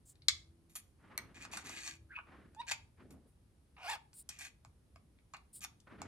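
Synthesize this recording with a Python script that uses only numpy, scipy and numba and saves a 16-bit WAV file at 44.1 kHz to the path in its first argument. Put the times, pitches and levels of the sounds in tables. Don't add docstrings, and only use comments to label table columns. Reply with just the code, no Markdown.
import sys
import numpy as np
from scipy import signal
from scipy.fft import rfft, irfft
from scipy.io import wavfile
from scipy.ndimage import uniform_filter1d
from numba import njit

SR = 44100
rng = np.random.default_rng(int(sys.argv[2]) if len(sys.argv) > 2 else 0)


def volts_from_db(level):
    exponent = np.asarray(level, float) / 20
    return 10 ** exponent


def master_out(mix):
    frames = np.transpose(np.atleast_2d(mix))
    ceiling = np.clip(frames, -1, 1)
    pcm = np.round(ceiling * 32767).astype(np.int16)
    wavfile.write(sys.argv[1], SR, pcm)


N = 267951


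def amp_curve(rows, column=1, fade=0.0004):
    r, t = np.array(rows), np.arange(N) / SR
    edge = np.clip(np.minimum(t - r[0, 0], r[-1, 0] - t) / fade, 0, 1)
    return edge * volts_from_db(np.interp(t, r[:, 0], r[:, column]))


def curve(rows, column):
    r = np.array(rows)
    return np.interp(np.arange(N) / SR, r[:, 0], r[:, column])


def swell(start, rise, fall, db, start_db, end_db):
    rise, fall = max(rise, .002), max(fall, .002)
    return [(start, db + start_db), (start + rise, db), (start + rise + fall, db + end_db)]


def unit(x):
    return x / np.sqrt(np.mean(x ** 2))


@njit
def svf(x, hz, width):
    y, b, l = np.empty(len(x)), 0., 0.
    for i in range(len(x)):
        g, k = np.tan(np.pi * hz[i] / SR), width / hz[i]
        v = (b + g * (x[i] - l)) / (1 + g * (g + k))
        b, l, y[i] = 2 * v - b, l + 2 * g * v, k * v
    return y


def band(x, hz, width):
    return svf(x, hz * np.ones(len(x)), 1. 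* width)


def walk(rate):
    k = int(SR / rate)
    return uniform_filter1d(np.repeat(rng.standard_normal(N // k + 1), k), k)[:N]


# pitch_hz [Hz], density_db [dB per Hz]
FLOOR_SPECTRUM = [(20, -32), (40, -9.5), (66, -1), (102, -9), (133, -9.5), (300, -16.5), (480, -23.5),
                  (700, -28), (1900, -36), (5000, -39.5), (7500, -42.5), (9600, -37), (11800, -41.5)]
# pitch_hz [Hz], correlation [0-1]
PORT_LIKENESS = [(60, .93), (130, 0.83), (290, 0.85), (640, 0.18), (3000, .05), (7000, 0.25), (11000, 0.95)]


def noise_floor():
    level_db, hiss_top_hz = -68, 12000
    log_hz = np.log(np.maximum(np.arange(N // 2 + 1) * SR / N, 1))
    hz, density_db = np.array(FLOOR_SPECTRUM).T
    colour = volts_from_db(np.interp(log_hz, np.log(hz), density_db))
    colour[log_hz > np.log(hiss_top_hz)] *= volts_from_db(-24)
    hz, correlation = np.array(PORT_LIKENESS).T
    like = np.clip(np.interp(log_hz, np.log(hz), correlation), 0, 1)
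    mid, side = rfft(rng.standard_normal((2, N))) * colour * np.sqrt([1 + like, 1 - like])
    floor = volts_from_db(level_db) * unit(irfft(np.array([mid + side, mid - side]), N))
    waver = volts_from_db(walk(8.3)) - 1
    return floor + waver * np.array([band(port, 190, 230) for port in floor])


# start_s [s], rise_s [s], fall_s [s], level_db [dB at the peak]
RUMBLE_SWELLS = [(0, 0.34, .3, -64), (.7, 0.7, 0.76, -68), (1.9, 0.12, 0.11, -62), (2.298, .8, 0.53, -66),
                 (4.659, 0.0096, 0.042, -55.5), (4.921, 0.026, 0.071, -60.5), (5.798, 0.28, 0.19, -60.5)]


def rumble():
    rest_db, edge_db = -78.5, -13
    deep = band(band(rng.standard_normal(N), 75, 40), 90, 61)
    deep = unit(deep * volts_from_db(0.86 * walk(3.0)))
    swells = sum(amp_curve(swell(*r, edge_db, edge_db), 1, 0.016) for r in RUMBLE_SWELLS)
    return (volts_from_db(rest_db) + swells) * deep


# start_s [s], rise_s [s], fall_s [s], level_db [dB at the peak], centre_hz [Hz]
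THIN_HISSES = [(0.052, 0.049, 0.033, -59.5, 7900), (3.259, 0.031, 0.054, -79, 9600),
               (4.135, 0.066, 0.03, -52.5, 8840), (5.528, 0.035, 0.0373, -50, 8870)]


def hisses():
    start_db, end_db = -11.5, -13
    out = 0
    for start, rise, fall, db, hz in THIN_HISSES:
        air = rng.standard_normal(N)
        peak = unit(band(band(air, hz, 3500.0), hz, 3500.0))
        skirt = volts_from_db(-12.0) * unit(band(band(air, 14000, 4000), 14000, 4000))
        skirt += volts_from_db(-13.5) * unit(band(air, 5350, 2300))
        level = amp_curve(swell(start, rise, fall, db, start_db, end_db), fade=0.0042)
        out = out + level * (peak + skirt)
    return out


# start_s [s], rise_s [s], fall_s [s], level_db [dB at the peak]
HUM_SWELLS = [(0.102, 0.47, 0.46, -74.5), (1.5, 0.17, 0.63, -67)]


def hum():
    pitch_hz, edge_db = 329, -15
    out = 0
    for r in HUM_SWELLS:
        phase = 2 * np.pi * np.cumsum(pitch_hz + 3.3 * walk(17)) / SR
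        level = amp_curve(swell(*r, edge_db, edge_db), 1, 0.061)
        out = out + np.sqrt(2) * level * np.sin(phase)
    return out


# pitch_hz [Hz], level_db [dB]
WOOD_MODES = [(720, -3), (900, -4), (1200, 0), (1700, -2.5), (2020, -3.5), (2460, 2.5), (2900, -9.5),
              (3250, -2), (3800, -5), (4520, -2), (5750, -1), (6600, -1), (7300, 1.5), (8300, -3),
              (9700, 1), (11500, -4), (12900, -3.5), (15000, -14)]
MODE_GROUP_EDGES = [1450, 3100, 5000, 9000]


def wood(x, damping, scatter_db=0., bend=1.):
    groups = np.zeros((5, len(x)))
    chances = rng.standard_normal(len(WOOD_MODES))
    for k, ((hz, db), chance) in enumerate(zip(WOOD_MODES, chances)):
        drive = band(x, hz, 0.38 * hz)
        ring = svf(drive, hz * bend * np.ones(len(x)), damping * (110 + 0.11 * hz))
        gain = (-1) ** k * volts_from_db(db + scatter_db * chance)
        groups[np.searchsorted(MODE_GROUP_EDGES, hz)] += gain * ring
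    return groups


# start_s [s], level_db [dB], brightness_db [dB per step of place],
# focus_db [dB, favours the middle groups], contact_ms [ms]
PECK_BLOWS = [(0.154, -61.5, 10.5, 10, 1.9), (0.2194, -50, 13, 30, 1.8), (0.2832, -17, 10.5, 6, 1.82),
              (0.7543, -48.5, 4.5, 0, 2.5), (1.4498, -41, 0.5, 2, 1.24), (1.531, -42.5, -3, 2.5, 6.2),
              (1.571, -38.5, 2.5, -1, 2.26), (1.694, -52.5, 4, -5.5, 0.85), (2.1871, -47.5, -25, 13.5, 1.7),
              (2.547, -60.5, 3.5, -1, 1.5), (2.615, -44, -2, 8.5, 2.6), (1.177, -40.5, 2, 1, 2),
              (2.7112, -30.5, 2.5, 2.5, 3.3), (3.1041, -61.5, 2, -1, 6.5), (3.764, -56.5, -10, 8, 6.4),
              (4.13, -57.5, 4.5, 2.5, 2.2), (4.289, -44.5, 8.5, 0.5, 4.1), (4.388, -66, 8.5, -5, 2.7),
              (4.6478, -55.5, 1, -2, 0.37), (4.958, -57.5, -1.5, 0, 2.1), (5.1867, -60, -2, 12, 1.44),
              (5.3352, -49, -1.5, -1, 3.5), (5.3434, -45.5, -5, 4.5, 2.6), (5.3659, -54, 1.5, 1.5, 2.6),
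              (5.6054, -55, 9.5, 3, 3.1), (5.6452, -40.5, 1.5, 1, 2.25), (5.801, -68.5, 19, 7, 2.27),
              (6.0164, -43, 1, -2.5, 1.47)]
BLOW_GROUPS = [3, -0.5, -3, -1, -8]


def pecks():
    out, t = np.zeros(N + 1024), np.arange(1024) / SR
    place = np.array([-3, -1, 1, 3, 3]) / 2
    for s, db, bright_db, focus_db, ms in PECK_BLOWS:
        impacts = rng.standard_normal(1024) * np.exp(-t / (max(ms, .2) / 1000))
        impacts *= np.minimum(t / 0.0033, 1)
        impacts += 3.7 * np.sinc((t - .001) * SR) / max(ms, 1)
        groups = wood(impacts, 1.3, scatter_db=1.5, bend=1 + .025 * rng.standard_normal())
        groups /= np.abs(groups).max(axis=1, keepdims=True)
        group_db = db + np.array(BLOW_GROUPS) + bright_db * place - focus_db * place ** 2
        i = int(s * SR)
        out[i:i + 1024] += volts_from_db(group_db) @ groups
    return out[:N]


# [ms, first multiple]
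BEAK_SNAPS = [(0.2843, -10, 4153, -18.5, 10), (1.177, -31.5, 2093, 2, 13), (1.1785, -32.5, 2310, -24, 26),
              (1.1875, -38, 1980, -9.5, 24), (2.691, -39.5, 1700, -15, 40), (2.7175, -33.5, 2150, -12, 48)]


def snaps():
    out, t = np.zeros(N + 2048), np.arange(2048) / SR
    for s, db, hz, step_db, t60_ms in BEAK_SNAPS:
        detune = 1 + .01 * rng.standard_normal(7)
        ring = 0
        for k in range(7):
            if (k + 1) * hz < SR / 3:
                decay_db = 60 * t * (1 + 0.2 * k) / (max(t60_ms, 3) / 1000)
                sine = np.sin(2 * np.pi * (k + 1) * hz * detune[k] * t)
                ring = ring + volts_from_db(step_db * k - decay_db) * sine
        i = int(s * SR)
        out[i:i + 2048] += volts_from_db(db) * ring * np.minimum(t / 0.001, 1)
    return out[:N]


# start_s [s], rise_s [s], fall_s [s], level_db [dB at the peak], brightness_db [dB]
SCRAPE_STROKES = [(.695, 0.0046, 0.22, -66.5, 15), (.753, 0.0017, 0.055, -42.5, 16.5),
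                  (1.344, 0.11, 0.0098, -51.5, -2), (1.514, 0.021, 0.1, -44.5, 2),
                  (1.64, 0.021, 0.19, -48, 1.5), (1.66, 0.12, 0.045, -49, -2.5),
                  (1.76, 0.12, 0.09, -46, 0.5), (2.667, 0.029, 0.051, -45, -2),
                  (2.709, 0.0085, 0.029, -36.5, -1), (3.107, .004, 0.043, -63, 18),
                  (4.299, 0.004, 0.21, -57.5, 0), (4.386, 0.031, 0.078, -47.5, 4.5),
                  (4.41, 0.047, 0.034, -50, 1), (5.615, 0.033, 0.0089, -41.5, 8)]
RUB_GROUPS = [-9, 3, -3.5, 0, -8]
BRIGHTNESS_SHARE = [-0.43, -0.59, -0.3, -0.086, 0.91]


def scrapes():
    start_db, end_db = -13, -19.5
    slip_hz, slip_depth_db = 175, 14
    out, half = np.zeros(N), SR // 2
    for start, rise, fall, db, bright_db in SCRAPE_STROKES:
        grit = rng.standard_normal(half) * volts_from_db(1.47 * rng.exponential(size=half))
        grit *= volts_from_db(1.4 * walk(54.7)[:half])
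        cycle = np.cumsum(slip_hz * volts_from_db(3 * walk(90)[:half])) / SR
        slip_level_db = 2.2 * rng.standard_normal(half)[cycle.astype(int)]
        slips = grit * volts_from_db(-slip_depth_db * (cycle % 1) + slip_level_db)
        groups = wood(slips, .42, scatter_db=1.6 * walk(9)[:half], bend=1 + .012 * walk(14)[:half])
        groups = np.array([unit(g) for g in groups])
        group_db = np.array(RUB_GROUPS) + bright_db * np.array(BRIGHTNESS_SHARE)
        stroke = unit(volts_from_db(group_db) @ groups)
        a = int(start * SR)
        b = min(a + half, N)
        level = amp_curve(swell(start, rise, fall, db, start_db, end_db))
        out[a:b] += level[a:b] * stroke[:b - a]
    return out


# start_s [s], rise_s [s], fall_s [s], body_db [dB at the peak], crackle_db [dB at the peak]
SOFT_RUSTLES = [(0.984, 0.1, 0.032, -64.5, -64.5), (1.092, 0.022, 0.24, -60, -58),
                (1.149, 0.088, 0.37, -65, -65), (1.349, 0.33, 0.3, -60, -59.5),
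                (2.251, 0.094, 0.13, -62, -60.5), (2.378, 0.038, 0.28, -64, -67.5),
                (2.966, 0.036, 0.11, -78.5, -62.5), (2.973, 0.14, 0.19, -58.5, -99.5),
                (5.864, 0.0071, 0.16, -63.5, -58.5), (5.9, 0.13, 0.21, -54.5, -59.5)]


def rustle():
    start_db, body_end_db, crackle_end_db = -9, -16, -31.5
    rub = rng.standard_normal((2, N)) * volts_from_db(2.5 * walk(60))
    body, crackle = 0, 0
    for s, rise, fall, body_db, crackle_db in SOFT_RUSTLES:
        body = body + amp_curve(swell(s, rise, fall, body_db, start_db, body_end_db), 1, 0.014)
        crackle = crackle + amp_curve(swell(s, rise, fall, crackle_db, start_db, crackle_end_db), 1, 0.015)
    out = []
    for x in (rub[0] + 0.42 * rub[1], rub[0] - 0.28 * rub[1]):
        dull = unit(band(band(x, 215, 184), 190, 570))
        bright = unit(band(band(band(x, 1300, 1330), 870, 570), 2040, 3600))
        out.append(body * dull + crackle * bright)
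    return np.array(out)


# time_s [s], pitch_hz [Hz], level_db [dB]
CHIRP_VOICES = [
    [(2.088, 1434, -81.5), (2.12, 1964, -61), (2.148, 2430, -60.5), (2.164, 2530, -40.5),
     (2.176, 2630, -55), (2.192, 2520, -61), (2.215, 2750, -68)],
    [(2.097, 1485, -68), (2.118, 1634, -54), (2.136, 1338, -57.5), (2.164, 1830, -58.5),
     (2.176, 1040, -47.5), (2.19, 1300, -59), (2.215, 1420, -66)],
]


def chirp():
    out = 0
    for r in CHIRP_VOICES:
        pitch = curve(r, 1)
        voice = svf(svf(rng.standard_normal(N), pitch, 272.0), pitch, 300.0)
        out = out + amp_curve(r, 2) * unit(voice)
    return out


# time_s [s], pitch_hz [Hz], level_db [dB]
SQUEAK_GLIDES = [
    [(2.562, 850, -60.5), (2.585, 883, -52.5), (2.603, 938, -41.5), (2.614, 1002, -44.5),
     (2.624, 920, -66.5)],
    [(3.775, 900, -84.5), (3.83, 743.5, -59.5), (3.85, 708, -51), (3.872, 706.5, -47.5),
     (3.885, 851, -45.5), (3.897, 897, -42.5), (3.912, 869, -43.5), (3.922, 918.5, -45),
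     (3.933, 860, -43.5), (3.948, 800, -49.5), (3.968, 678, -57.5)],
]
SQUEAK_PARTIALS = [(2, -16, -21, -10.5, -29, -27, -31, -44, -21.5, -27.5),
                   (1, -1.5, -7.5, -8.5, -21, -23, -25, -10.5)]
SQUEAK_ROUGHNESS = [.14, .75]
SQUEAK_BREATH = [-32, -5.5]
# centre_hz [Hz], width_hz [Hz], level_db [dB]
BREATH_BANDS = [(977, 780, -3), (2350, 700, 0), (4900, 2900, -3), (7900, 8900, -2), (11800, 1300, -16)]


def squeaks():
    out = 0
    settings = zip(SQUEAK_GLIDES, SQUEAK_PARTIALS, SQUEAK_ROUGHNESS, SQUEAK_BREATH)
    for r, partials_db, rough, breath_db in settings:
        slack_db = curve(r, 2) - np.array(r)[:, 2].max()
        phase = 2 * np.pi * np.cumsum(curve(r, 1) * (1 + 0.054 * rough * walk(400))) / SR
        tone = 0
        for k, db in enumerate(partials_db):
            shake_db = (3 + 3.4 * np.sqrt(k)) * rough * walk(160)
            tone = tone + volts_from_db(db + (0.07 + 0.3 * k) * slack_db + shake_db) * np.sin((k + 1) * phase)
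        air = rng.standard_normal(N) * (1 + np.sin(phase)) * volts_from_db(1.9 * walk(170))
        breath = 0
        for hz, width, db in BREATH_BANDS:
            filled = unit(band(band(air, hz, width), hz, width))
            breath = breath + volts_from_db(db + 0.13 * slack_db * hz / 1000) * filled
        voice = np.sqrt(2) * tone + volts_from_db(breath_db - 0.83 * slack_db) * breath
        out = out + amp_curve(r, 2, 0.005) * voice
    return out


# centre_hz [Hz], t60_s [s], level_db [dB]
ROOM_TAIL = [(779, 0.35, -4), (1621, 0.078, 0.5), (3400, 0.25, -2), (6600, 0.045, -5), (12000, 0.19, -27)]


def room():
    near_db, near_t60_s = -11, 0.035
    t = np.arange(SR // 2) / SR
    ports = np.zeros((2, len(t)))
    for port in ports:
        near = rng.standard_normal(len(t)) * volts_from_db(-60 * t / near_t60_s) * (t > .0006)
        port += volts_from_db(near_db) * near / np.linalg.norm(near)
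        for hz, t60, db in ROOM_TAIL:
            tail = band(rng.standard_normal(len(t)), hz, hz)
            tail *= volts_from_db(-60 * t / t60) * np.minimum(t / 0.0093, 1)
            port += volts_from_db(db) * tail / np.linalg.norm(tail) * np.sqrt(hz / SR)
    return ports


# pitch_hz [Hz], delay_ms [ms], level_db [dB over the right]
LEFT_PORT_PATH = [(900, .08, -3), (2200, .11, 1), (4600, .05, 4), (7500, .027, 0)]


def scene():
    rub_echo_db = -2
    voice_echo_db = -5
    blows, rubs, voice = pecks(), scrapes(), snaps() + squeaks() + chirp()
    right = blows + rubs + voice
    f = np.arange(N // 2 + 1) * SR / N
    hz, ms, db = np.array(LEFT_PORT_PATH).T
    delay = np.exp(-2j * np.pi * f * np.interp(f, hz, ms) / 1000)
    left = irfft(rfft(right) * volts_from_db(np.interp(f, hz, db)) * delay, N)
    to_walls = blows + volts_from_db(rub_echo_db) * rubs + volts_from_db(voice_echo_db) * voice
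    echoes = np.array([signal.fftconvolve(to_walls, port)[:N] for port in room()])
    background = noise_floor() + rumble() + hum()
    return np.array([left, right]) + echoes + hisses() + rustle() + background


def band_limit(x):
    return signal.sosfilt(signal.butter(12, 16530, fs=SR, output="sos"), x)


def record(dry):
    mid, side = (dry[0] + dry[1]) / 2, (dry[0] - dry[1]) / 2
    side = signal.sosfiltfilt(signal.butter(4, 10500, fs=SR, output="sos"), side)
    return band_limit(np.array([mid + side, mid - side]))


dry = scene()
out = record(dry)
master_out(out)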